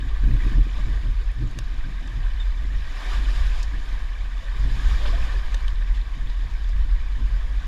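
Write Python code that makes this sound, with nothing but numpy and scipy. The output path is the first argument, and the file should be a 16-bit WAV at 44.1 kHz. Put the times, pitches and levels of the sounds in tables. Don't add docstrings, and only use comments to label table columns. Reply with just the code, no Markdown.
import sys
import numpy as np
from scipy import signal
from scipy.fft import rfft, irfft
from scipy.io import wavfile
from scipy.ndimage import uniform_filter1d

SR = 44100
rng = np.random.default_rng(int(sys.argv[2]) if len(sys.argv) > 2 else 0)


def dump_mix(stems):
    frames = np.atleast_2d(stems).T
    limited = np.clip(frames, -1, 1)
    pcm = np.round(limited * 32767).astype(np.int16)
    wavfile.write(sys.argv[1], SR, pcm)


N = 338247
TIME = np.arange(N) / SR


def amp(db):
    return 10 ** (np.asarray(db) / 20)


def unit(x):
    return x / np.sqrt(np.mean(x ** 2) + 1e-20)


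def wander(rate_hz):
    hz = np.fft.rfftfreq(N, 1 / SR)
    return unit(irfft(rfft(rng.standard_normal(N)) * np.exp(-(hz / rate_hz) ** 2), N))


def swell(crest_s, rise_s, fall_s, shape):
    t = TIME - crest_s
    return np.exp(-abs(t / np.where(t < 0, rise_s, fall_s)) ** shape)


def colour(x, points, cased=False):
    # centre in Hz, width in Hz, gain in dB.
    case_modes = [(837, 70, -4.5), (1369, 102, -12.5), (2084, 163, -4.5), (3010, 45, 7.5)]
    hz = np.fft.rfftfreq(N, 1 / SR)
    point_hz, point_db = np.transpose(points)
    shape_db = np.interp(np.log(hz + 1), np.log(point_hz + 1), point_db)
    if cased:
        for centre, width, gain_db in case_modes:
            shape_db = shape_db + gain_db * np.exp(-((hz - centre) / width) ** 2)
    return unit(irfft(rfft(x) * amp(shape_db), N))


def steadied(x, hold_s):
    window = signal.windows.hann(max(int(hold_s * SR), 9))
    power = signal.oaconvolve(abs(signal.hilbert(x)) ** 2, window / window.sum(), "same")
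    return unit(x / np.sqrt(abs(power) + 1e-6))


def eddies(spectrum, hold_s):
    return steadied(colour(rng.standard_normal(N), spectrum), hold_s)


def boom(hz, width_hz):
    phase = 2 * np.pi * hz * TIME
    return wander(width_hz) * np.cos(phase) + wander(width_hz) * np.sin(phase)


def wind():
    # time in seconds, rumble level in dB before the trim.
    pressure_curve = [(0, -26), (.18, -22.5), (.28, -15), (.39, -20.5), (.62, -15), (.71, -27), (.82, -21),
                      (1.2, -22), (1.5, -28.5), (1.8, -23.5), (2.0, -28.5), (2.44, -20.5), (2.6, -25.5),
                      (2.78, -22.5), (3.02, -30), (3.12, -21), (3.52, -20), (3.75, -24.5), (4.42, -27.5),
                      (4.6, -21), (4.85, -19.5), (4.92, -14.5), (4.99, -24.5), (5.08, -19), (5.32, -23.5),
                      (5.58, -20), (5.98, -22.5), (6.11, -29.5), (6.27, -23), (6.62, -24), (6.73, -17.5),
                      (6.93, -19.5), (7.04, -24.5), (7.22, -21.5), (7.67, -25.5)]
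    # frequency in Hz, relative density in dB per Hz.
    rumble_spectrum = [(5, -23.5), (13, 1), (28, -6.5), (34, 2.5), (47, 3), (54, -10.5), (63, -15.5),
                       (76, -21.5), (90, -30.5), (160, -38), (400, -83.5)]
    # frequency in Hz, relative density in dB per Hz.
    buffet_spectrum = [(35, -4.5), (70, 0), (95, 4.5), (120, 2), (150, -7.5), (205, -8), (305, -8.5),
                       (400, -21.5), (560, -29.5), (1500, -69)]
    # crest in seconds, buffeting level in dB,
    # length in seconds, low thump in dB over the buffeting.
    gust_rows = [(0.059, -35, 0.091, -7), (0.239, -34, 0.046, -14), (0.301, -25.5, 0.087, -6),
                 (0.352, -29.5, .07, 1.5), (.47, -31, 0.12, -10), (0.575, -30, 0.11, -2),
                 (0.668, -35, 0.075, -18), (0.8, -38.5, 0.12, -10), (0.89, -33.5, 0.12, -4),
                 (1.065, -33, 0.092, -2), (1.432, -31, 0.095, -0.5), (1.577, -35.5, 0.11, -1),
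                 (1.754, -41.5, .07, -10), (1.879, -34, 0.086, -13), (2.053, -39.5, 0.13, -17),
                 (2.172, -39, 0.087, 5), (2.68, -42.5, 0.19, -7), (3.223, -37, 0.17, -22),
                 (3.75, -42, 0.16, -11), (4.648, -34, 0.15, -4.5), (4.764, -39, 0.18, -1),
                 (5.1, -42.5, 0.8, -7.5), (6.2, -38.5, 0.09, -21), (6.269, -38, .05, -12),
                 (6.46, -42, .08, -7), (6.794, -44, 0.08, -9), (7.22, -37, 0.11, -8),
                 (7.33, -41, .12, -2.5), (7.643, -41, 0.065, -7)]
    rumble_trim_db, lumps_db, lumps_hz = 1.28, 1.38, 12
    breeze_db = -49.5
    gust_rumble_db = 2.5
    thump_hz, thump_width_hz = 118.1, 14
    drone_hz, drone_width_hz, drone_db = 73.4, 10.4, -46

    gusts, thumps = 0, 0
    for crest_s, db, length_s, thump_db in gust_rows:
        gust = amp(db) * swell(crest_s, length_s / 2, length_s / 2, shape=1.34)
        gusts = np.hypot(gusts, gust)
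        thumps = np.hypot(thumps, amp(thump_db) * gust)

    wind_db = np.interp(TIME, *np.transpose(pressure_curve))
    pressure = amp(wind_db + rumble_trim_db + lumps_db * wander(lumps_hz))
    rumble = np.hypot(pressure, amp(gust_rumble_db) * gusts) * eddies(rumble_spectrum, hold_s=0.2)
    flutter = unit(eddies(buffet_spectrum, hold_s=0.043) * amp(2 * wander(71)))
    buffet = np.hypot(amp(breeze_db), gusts) * flutter
    thump = thumps * steadied(boom(thump_hz, thump_width_hz), hold_s=0.07)
    drone = amp(drone_db) * boom(drone_hz, drone_width_hz)
    return rumble + buffet + thump + drone


def squeak():
    start_s, length_s, edge_s = 2.396, 0.043, 0.0083
    start_hz, sag_hz_per_s = 3675, 4500
    start_db, fade_db_per_s = -34, 280
    t = np.clip(TIME - start_s, 0, length_s)
    hz = (start_hz - sag_hz_per_s * t) * (1 + .004 * wander(300))
    phase = 2 * np.pi * np.cumsum(hz) / SR
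    gate = np.minimum(np.minimum(t, length_s - t) / edge_s, 1)
    tone = np.sin(phase) + amp(-26) * np.sin(2 * phase)
    return gate * amp(start_db - fade_db_per_s * t) * tone


def burst(s, db, hz, octaves, t60):
    t = np.arange(SR // 4) / SR
    edges_hz = np.clip(hz * 2. ** np.array([-octaves, octaves]), 50, SR / 2 - 100)
    rise = 1 - np.exp(-t / (0.085 * t60))
    fade = rise * amp(-60 * t / t60)
    band = signal.butter(2, edges_hz, "bandpass", fs=SR, output="sos")
    ring = signal.sosfilt(band, rng.standard_normal(len(t)) * fade)
    ring *= amp(db) * np.linalg.norm(fade) / np.linalg.norm(ring)
    return np.pad(ring, (round(s * SR), N))[:N]


def knock(s, db):
    # frequency in Hz, relative level in dB, 60 dB decay in seconds.
    wall_modes = [(603, -6, 0.022), (1120, -5, 0.019), (1810, -2, .024), (2770, -3.5, 0.016),
                  (3690, -0.5, 0.018), (4670, -9, .025), (5350, -12, 0.0076), (6410, -4.5, 0.015),
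                  (7740, -11, 0.017)]
    rise_s = 0.00086
    splat_s, splat_edge_hz = 0.0045, 2300
    t = np.arange(SR // 10) / SR
    ring = 0
    for hz, mode_db, t60 in wall_modes:
        ring = ring + amp(mode_db - 60 * t / t60) * np.sin(2 * np.pi * (hz * t + rng.random()))
    low_pass = signal.butter(1, splat_edge_hz, fs=SR)
    snap = unit(signal.lfilter(*low_pass, rng.standard_normal(len(t))))
    snap *= 0.5 * amp(-1.5) * np.exp(-(t / splat_s) ** 2)
    blow = amp(db) * (1 - np.exp(-t / rise_s)) * (ring + snap)
    return np.pad(blow, (round(s * SR), N))[:N]


def drops():
    # start in seconds, level in dB, ring in Hz, spread to each side in octaves,
    # 60 dB decay in seconds, knock of the case in dB over the tick.
    drop_rows = [(.446, -47, 9500, .7, .009, -20), (1.3155, -50, 8800, .25, .016, -20),
                 (1.473, -47, 6800, .07, .02, -20), (1.5111, -46, 5000, .7, .015, -15),
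                 (1.5875, -28.5, 4670, 0.49, .016, 1), (2.074, -40, 5850, .27, .015, -15),
                 (3.628, -29, 5200, 0.38, 0.03, -9), (5.5433, -29, 4630, .45, 0.019, -1),
                 (5.6804, -20.5, 3130, 0.16, 0.0074, -16.5), (6.0123, -37, 3860, .12, .027, -20),
                 (6.2706, -35, 3560, .08, .014, -20), (6.6918, -42, 5000, 0.48, .012, -5)]
    out = np.zeros(N)
    for s, db, hz, octaves, t60, knock_db in drop_rows:
        out += burst(s, db, hz, octaves, t60) + knock(s, db + knock_db)
    return out


def slaps():
    # start in seconds,
    # level in dB, centre in Hz, # spread to each side in octaves, 60 dB decay in seconds.
    slap_rows = [(.757, -41, 3000, 0.31, .11), (2.718, -40, 1900, 0.53, .095),
                 (2.964, -32, 1750, .2, 0.063), (3.011, -31, 1050, .25, .06), (3.106, -35, 1190, 0.14, .12),
                 (3.128, -33, 1800, 0.97, .12), (3.555, -38, 750, 0.2, .09),
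                 (4.516, -36.5, 1020, 0.22, 0.065), (4.903, -34, 1090, .2, .16),
                 (5.047, -28.5, 1150, .4, 0.11), (5.052, -29.5, 2990, .3, .1),
                 (5.345, -35, 1740, 0.071, .097), (5.545, -36, 620, .23, 0.035),
                 (5.935, -40, 2800, .51, .26), (6.293, -38, 3300, .34, .077)]
    return sum(burst(*row) for row in slap_rows)


def churn(patch_db, flicker_db):
    z = signal.stft(rng.standard_normal(N), nperseg=512, noverlap=384)[2]
    patches = uniform_filter1d(rng.standard_normal(z.shape), size=9, axis=0)
    patches = unit(uniform_filter1d(patches, size=14, axis=1))
    x = signal.istft(z * amp(patch_db * patches), nperseg=512, noverlap=384)[1][:N]
    return unit(x * amp(flicker_db * wander(36)))


def bubbles(low_hz, high_hz, per_s, cycles, spread_db, count=28):
    out = np.zeros(N)
    for hz in np.geomspace(low_hz, high_hz, count):
        age = np.arange(int(5 * cycles / hz * SR)) / SR * hz / cycles
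        ring = np.sin(2 * np.pi * cycles * age * (1 + 0.018 * age)) * np.exp(-age)
        chance, size = rng.random((2, N // 16))
        at = np.flatnonzero(chance < per_s / count * N / SR / len(chance))
        clicks = np.zeros(N)
        clicks[at * 16] = amp(spread_db * np.minimum(-np.log(size[at] + 1e-9), 4))
        out += hz * signal.oaconvolve(clicks, ring)[:N]
    return unit(out)


def surges():
    # crest in seconds, rush level in dB, build-up in seconds,
    # run-out in seconds, spray in dB over the rush, falling water in dB over the rush.
    wave_rows = [(.17, -49.5, 0.34, 0.59, -20, -12), (.47, -43, 0.091, 0.11, -7.5, -9),
                 (.82, -47.5, 0.17, 0.33, -7, -7), (2.3, -51, 0.48, 0.83, -25, -14),
                 (3.13, -38, 0.22, 0.088, -7, -10.5), (3.38, -41, 0.29, 0.23, -4, -12),
                 (3.6, -44.5, 0.096, 0.089, -2.5, -11), (3.92, -46, 0.19, 0.22, -9, -11),
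                 (4.6, -46.5, 0.31, 0.16, -9, -12), (4.9, -41, 0.23, 0.2, -4, -12),
                 (5.06, -41, 0.11, 0.17, -5.5, -2.5), (5.23, -41, 0.084, 0.28, -8, -8.5),
                 (5.59, -45.5, 0.24, 0.2, -8.5, -13), (7.28, -51.5, 0.16, 0.65, -14, -7)]
    wake_rush_db, wake_pour_db, wake_hiss_db = -48, -61, -55.5
    spray_lead_s, pour_lag_s = 0.0084, 0.01
    shape = 1.41
    rush, pour, hiss = amp([wake_rush_db, wake_pour_db, wake_hiss_db]) ** 2
    for s, db, rise_s, fall_s, spray_db, pour_db in wave_rows:
        rush = rush + (amp(db) * swell(s, rise_s, fall_s, shape)) ** 2
        pour = pour + (amp(db + pour_db) * swell(s + pour_lag_s, rise_s, fall_s, shape)) ** 2
        hiss = hiss + (amp(db + spray_db) * swell(s - spray_lead_s, rise_s, fall_s, shape)) ** 2
    return np.sqrt([rush, pour, hiss])


def water():
    # frequency in Hz, relative density in dB per Hz.
    rush_spectrum = [(200, -40), (500, -14), (1130, -4.5), (1780, -2.5), (2350, -7), (2750, -15),
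                     (3700, -12.5), (4300, -21), (7000, -30), (15000, -40.5)]
    # frequency in Hz, relative density in dB per Hz.
    pour_spectrum = [(80, -21), (200, 3), (400, 2.5), (720, 0), (1100, -4.5), (2200, -23), (5000, -49)]
    # frequency in Hz, relative density in dB per Hz.
    hiss_spectrum = [(1200, -3), (2500, -6.5), (3600, 2), (4250, -4.5), (5000, -2), (6000, -11),
                     (7000, -7.5), (8000, -20), (9500, -18), (11000, -25.5), (14300, -32), (15500, -50)]
    rush_gain, pour_gain, hiss_gain = surges()

    rush = churn(patch_db=0.7, flicker_db=0.37)
    rush += amp(-8.5) * bubbles(713.0, 4472, per_s=700, cycles=11.9, spread_db=3.5)
    pour = churn(patch_db=3.0, flicker_db=2)
    pour += amp(-7.5) * bubbles(350.4, 1303, per_s=140, cycles=9, spread_db=3)
    hiss = churn(patch_db=1.5, flicker_db=.5)
    hiss += amp(-10.5) * bubbles(2435, 13770, per_s=1400, cycles=11.0, spread_db=6.0)

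    slosh = amp(0.5 * wander(22))
    return slosh * (rush_gain * colour(rush, rush_spectrum, cased=True)
                    + pour_gain * colour(pour, pour_spectrum, cased=True)
                    + hiss_gain * colour(hiss, hiss_spectrum))


def scene():
    return (wind() + squeak() + drops() + slaps() + water())[None]


def record(dry):
    low_pass = signal.firwin(511, 15350, window=("kaiser", 9), fs=SR)
    return signal.oaconvolve(dry, low_pass[None], "same")


dry = scene()
out = record(dry)
dump_mix(out)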